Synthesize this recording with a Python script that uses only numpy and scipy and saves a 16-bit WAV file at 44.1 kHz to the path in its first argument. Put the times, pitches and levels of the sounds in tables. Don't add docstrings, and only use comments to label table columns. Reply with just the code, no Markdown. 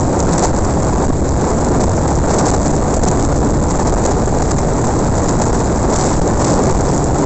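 import sys
import numpy as np
from scipy.fft import rfft, irfft, next_fast_len
from scipy.io import wavfile
from scipy.ndimage import map_coordinates

SR = 44100
rng = np.random.default_rng(int(sys.argv[2]) if len(sys.argv) > 2 else 0)


def int16_out(signal):
    q = np.round(np.clip(np.atleast_2d(signal).T, -1, 1) * 32767)
    wavfile.write(sys.argv[1], SR, q.astype(np.int16))


N = 319725

# time_s, strength_db
AIRFLOW = [(0, -13.5), (.09, -19), (.2, -14.5), (.28, -15.5), (.42, -15.5), (.58, -16), (.85, -17),
           (.99, -14.5), (1.17, -23.5), (1.3, -18), (1.47, -15), (1.58, -17), (1.7, -16), (1.9, -15.5),
           (2.27, -15.5), (2.48, -12.5), (2.6, -15.5), (2.97, -16.5), (3.09, -14.5), (3.36, -17),
           (3.62, -16.5), (3.95, -15.5), (4.06, -15.5), (4.19, -16.5), (4.5, -16), (4.72, -17),
           (4.95, -15.5), (5.12, -15), (5.5, -15.5), (5.8, -16.5), (6.03, -14.5), (6.25, -16), (6.5, -12.5),
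           (6.65, -12.5), (6.85, -14.5), (7.02, -17.5), (7.25, -15)]
def airflow():
    strength_db, = curves(AIRFLOW)
    return strength_db - strength_db.mean()


# pitch_hz, level_db
BIG_EDDY_TONE = [(20, -16.5), (80, -8), (145, 0.5), (210, -2.5), (300, -5), (700, -15.5), (2000, -26.5),
                 (8000, -74)]
MEDIUM_EDDY_TONE = [(30, -6.5), (150, 3), (350, 2.5), (620, -2), (820, 0), (1100, -4.5), (1600, -5.5),
                    (3000, -16.5), (8000, -41.5)]
TINY_EDDY_TONE = [(200, -17), (800, -17), (2000, 1), (4000, -5), (6000, -7), (8000, -6.5)]
# middle_s, length_s, added_db
ROAR_SWELLS = [(0.307, 0.4, 3), (0.631, 0.0077, 4), (0.844, 0.084, 1), (1.105, 0.0082, 16),
               (1.222, 0.01, 5.5), (1.31, .06, 3.5), (1.76, 0.21, 4.5), (2.323, 0.04, 2.5),
               (2.476, 0.11, 6), (3.525, 0.23, 2.5), (6.297, .26, 1), (6.543, .2, 4), (6.676, .05, 8.5),
               (6.83, .096, -0.5), (7.22, 0.09, 2)]
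def wind(big_db=-18, medium_db=-17.5, tiny_db=-33, spit_db=5.5):
    flow_db = airflow()
    surge_db = wobble(22)
    bursts = unit(0.21 * surge_db + wobble(70) + wobble(220))
    roar_db = sum(db * swell(s, length) for s, length, db in ROAR_SWELLS)
    big = amp(big_db + 0.4 * flow_db + roar_db + surge_db) * noise(BIG_EDDY_TONE)
    medium = amp(medium_db + 1.36 * flow_db + 2.5 * bursts) * noise(MEDIUM_EDDY_TONE)
    drift_db = 0.94 * flow_db + 0.7 * wobble(5)
    crackle_db = 3 * bursts + spit_db * wobble(800)
    tiny = amp(tiny_db + drift_db + crackle_db) * noise(TINY_EDDY_TONE)
    return big + medium + tiny


# middle_s, length_s, pressure (1 is full scale; below 0 is suction)
AIR_PUSHES = [(0.524, 0.015, -.3), (0.609, 0.022, -0.27), (1.121, 0.013, .28), (1.212, 0.0028, -.45),
              (1.792, 0.0082, -0.58), (2.51, 0.0055, -1), (2.53, 0.0059, -0.38), (2.722, 0.0077, -0.5),
              (3.002, .008, 0.47), (3.781, 0.011, -0.31), (3.913, .009, -0.62), (4.394, 0.0085, .45),
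              (5.112, 0.01, -0.36), (6.206, .007, -.38), (6.721, 0.0084, -.45), (6.735, 0.011, -.75),
              (7.125, 0.01, -0.44)]
def pushes(roughness=0.2):
    smooth = sum(pressure * swell(s, length) for s, length, pressure in AIR_PUSHES)
    return smooth * (1 + roughness * noise(MEDIUM_EDDY_TONE))


def shelter(dip_db=-6):
    return amp(dip_db * sum(swell(s, length) for s, length, _ in AIR_PUSHES))


# middle_s, length_s, level_db
GUST_HITS = [(0.2, 0.028, -25.5), (0.337, 0.028, -13), (0.388, 0.016, -8.5), (0.44, 0.027, -1),
             (0.652, 0.0089, -21.5), (0.696, 0.006, -20), (0.842, .02, -26), (1.644, 0.013, -22),
             (1.812, .012, -20.5), (1.841, .01, -12.5), (2.024, .009, -20), (2.081, 0.0085, -19),
             (2.309, .011, -11), (2.341, 0.011, -11), (2.399, 0.031, -15), (2.481, 0.058, -17),
             (2.542, 0.015, -17.5), (2.666, 0.016, -14), (2.943, .011, -18.5), (3.039, 0.013, -13),
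             (3.082, .014, -11), (3.225, .13, -31), (3.712, 0.013, -22.5), (3.797, 0.0087, -16.5),
             (3.874, 0.0081, -16.5), (3.898, 0.015, -18.5), (4.059, 0.014, -8), (4.121, 0.025, -20),
             (4.426, .011, -16.5), (4.514, .009, -11.5), (4.586, 0.0083, -11.5), (4.861, .05, -29.5),
             (5.181, 0.021, -29), (5.294, .04, -20.5), (5.42, 0.0078, -5), (5.547, .014, -17.5),
             (5.603, 0.0095, -20.5), (5.935, 0.018, -14), (5.986, .075, -17.5), (6.093, 0.17, -21.5),
             (6.224, .02, -26), (6.414, 0.024, -13), (6.447, .01, -12.5), (6.513, .1, -21),
             (6.668, 0.17, -29), (6.752, 0.013, -19.5), (6.888, 0.18, -33.5)]
# pitch_hz, level_db
SWIRL_TONE = [(30, -5), (150, 8.5), (400, 0.5), (900, -0.5), (2000, -7), (3200, -17), (8000, -44.5)]
def gusts(swirl_db=5, tiny_db=1.4, spit_db=8, flutter_db=3.5, fringe_s=0.064, fringe_db=-25.5):
    strength = np.zeros(N)
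    for s, length, db in GUST_HITS:
        fringe = amp(fringe_db) * swell(s, length + fringe_s)
        strength += amp(db) * (swell(s, length) + fringe)
    flutter = unit(amp(flutter_db * wobble(170)))
    spitting = amp(tiny_db + spit_db * wobble(700)) * noise(TINY_EDDY_TONE)
    swirl = amp(swirl_db) * noise(SWIRL_TONE)
    return strength * flutter * (spitting + swirl)


# middle_s, length_s, added_db
RUMBLE_SWELLS = [(0.592, .13, 4.5), (1.23, 0.056, 2.5), (1.366, 0.19, 4), (1.834, 0.071, 3.5),
                 (2.56, 0.17, 2.5), (2.755, 0.044, -1), (3.096, 0.31, 1), (3.422, 0.23, 3),
                 (3.663, 0.28, 2), (3.9, 0.18, 1.5), (4.138, .07, 0.5), (4.558, 0.24, 1), (5.083, .14, 5),
                 (5.393, 0.12, 1.5), (5.573, .05, 3.5), (6.196, 0.063, 6.5), (6.734, 0.27, 5)]
# pitch_hz, level_db
RUMBLE_TONE = [(5, -1.5), (25, 0), (60, 2), (125, -3.5), (200, -13.5), (500, -34), (2000, -60), (8000, -83)]
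THUMP_TONE = [(30, -22.5), (60, -2), (110, 1), (160, -3.5), (260, -16.5), (600, -37), (8000, -100)]
def rumble(level_db=-15, wobble_db=2, thump_db=-16.5):
    boost = amp(sum(db * swell(s, length) for s, length, db in RUMBLE_SWELLS))
    sway = amp(level_db + wobble_db * wobble(22)) * boost * noise(RUMBLE_TONE)
    thump = amp(thump_db) * (boost - 1) * noise(THUMP_TONE)
    return sway + thump


# pitch_hz, level_db
SIZZLE_TONE = [(500, -17.5), (2500, -4), (4500, -4.5), (7000, -0.5), (9000, -6), (12000, -39.5)]
def sizzle(level_db=-33.5, spurt_db=5, spike_db=6):
    spurts = amp(spurt_db * np.minimum(wobble(210), 1))
    spikes = amp(spike_db * wobble(1000))
    return amp(level_db + airflow()) * unit(spurts * spikes * noise(SIZZLE_TONE))


# time_s, firings_per_s
ENGINE_SPEED = [(0, 71.5), (1.2, 71.85), (3.2, 72.15), (6.3, 71.95), (7.25, 71.7)]
# firing_multiple, relative_db
EXHAUST_NOTES = [(1, 4), (2, 2), (3, -2), (4, -1), (5, -12.5), (7, -10.5), (8, -9)]
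# time_s, low_note_db, overtones_db
ENGINE_LEVELS = [(0, -31, -21), (1.2, -24, -30), (1.7, -28.5, -37), (2.4, -25.5, -20), (3.4, -20, -21.5),
                 (4.5, -33.5, -30.5), (5.5, -29, -25.5), (6.3, -25.5, -23), (7.25, -26, -21.5)]
def engine(waver_db=2, smear_rad=0.25):
    firing_hz, = curves(ENGINE_SPEED)
    low_note_db, overtones_db = curves(ENGINE_LEVELS)
    phase = 2 * np.pi * np.cumsum(firing_hz) / SR
    notes = []
    for multiple, db in EXHAUST_NOTES:
        loudness = amp(db + waver_db * wobble(9))
        smeared = round(multiple) * (phase + smear_rad * wobble(9))
        notes.append(loudness * np.sin(smeared + rng.uniform(0, 2 * np.pi)))
    low_note, *overtones = notes
    return amp(low_note_db) * unit(low_note) + amp(overtones_db) * unit(sum(overtones))


# pitch_hz, level_db
ROAD_TONE = [(100, -9.5), (800, -11), (2000, -1), (4000, -7.5), (6000, -18.5), (7500, -7.5), (9000, -24)]
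def road(level_db=-29.5):
    return amp(level_db) * noise(ROAD_TONE)


def amp(db):
    return 10 ** (np.asarray(db) / 20)


def unit(x):
    return x / np.sqrt(np.mean(x ** 2) + 1e-20)


def tone_gain(tone, hz):
    pitch_hz, level_db = np.transpose(tone)
    return amp(np.interp(np.log(hz + 1), np.log(pitch_hz + 1), level_db))


def curves(rows):
    time_s, *columns = np.transpose(rows)
    return [np.interp(np.arange(N) / SR, time_s, column) for column in columns]


def wobble(points_per_s):
    position = np.arange(N) * points_per_s / SR
    return map_coordinates(rng.standard_normal(N // 20), [position], mode="wrap")


def swell(middle_s, length_s):
    distance = np.clip(2 * (np.arange(N) / SR - middle_s) / length_s, -2, 2)
    return np.exp(-np.square(distance * distance))


def noise(tone):
    size = next_fast_len(N + SR // 2)
    gain = tone_gain(tone, np.fft.rfftfreq(size, 1 / SR))
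    return unit(irfft(rfft(rng.standard_normal(size)) * gain, size)[:N])


def scene():
    rough_air = shelter() * (rumble() + wind() + sizzle() + gusts())
    return (rough_air + pushes() + engine() + road())[None]


# pitch_hz, gain_db
PHONE_TONE = [(60, 0), (200, 1.3), (400, 3.8), (700, 4.1), (1000, 1.2), (1500, -5.9), (2200, -12),
              (3000, -17.8), (4000, -7.6), (5500, -.9), (6300, 2.9), (7400, 7.6), (7750, 5.6), (7930, 0.4),
              (8300, -11), (8600, -36), (9000, -50)]
def phone_filter(x, top_hz=9168):
    size = 2 * next_fast_len(N)
    hz = np.fft.rfftfreq(size, 1 / SR)
    folded = irfft(np.log(tone_gain(PHONE_TONE, hz)), size)
    folded[1:size // 2] *= 2
    folded[size // 2 + 1:] = 0
    response = np.exp(rfft(folded)) * (hz < top_hz)
    return irfft(rfft(x, size) * response, size)[:N]


def record(dry, limit_db=-12, hardness=8, give=0.075, knee=0.45):
    pressure = dry[0]
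    pinned = pressure / (1 + np.abs(pressure / amp(limit_db)) ** hardness) ** (1 / hardness)
    yielding = knee * np.arcsinh(pressure / knee)
    return phone_filter((1 - give) * pinned + give * yielding)[None]


dry = scene()
out = record(dry)
int16_out(out)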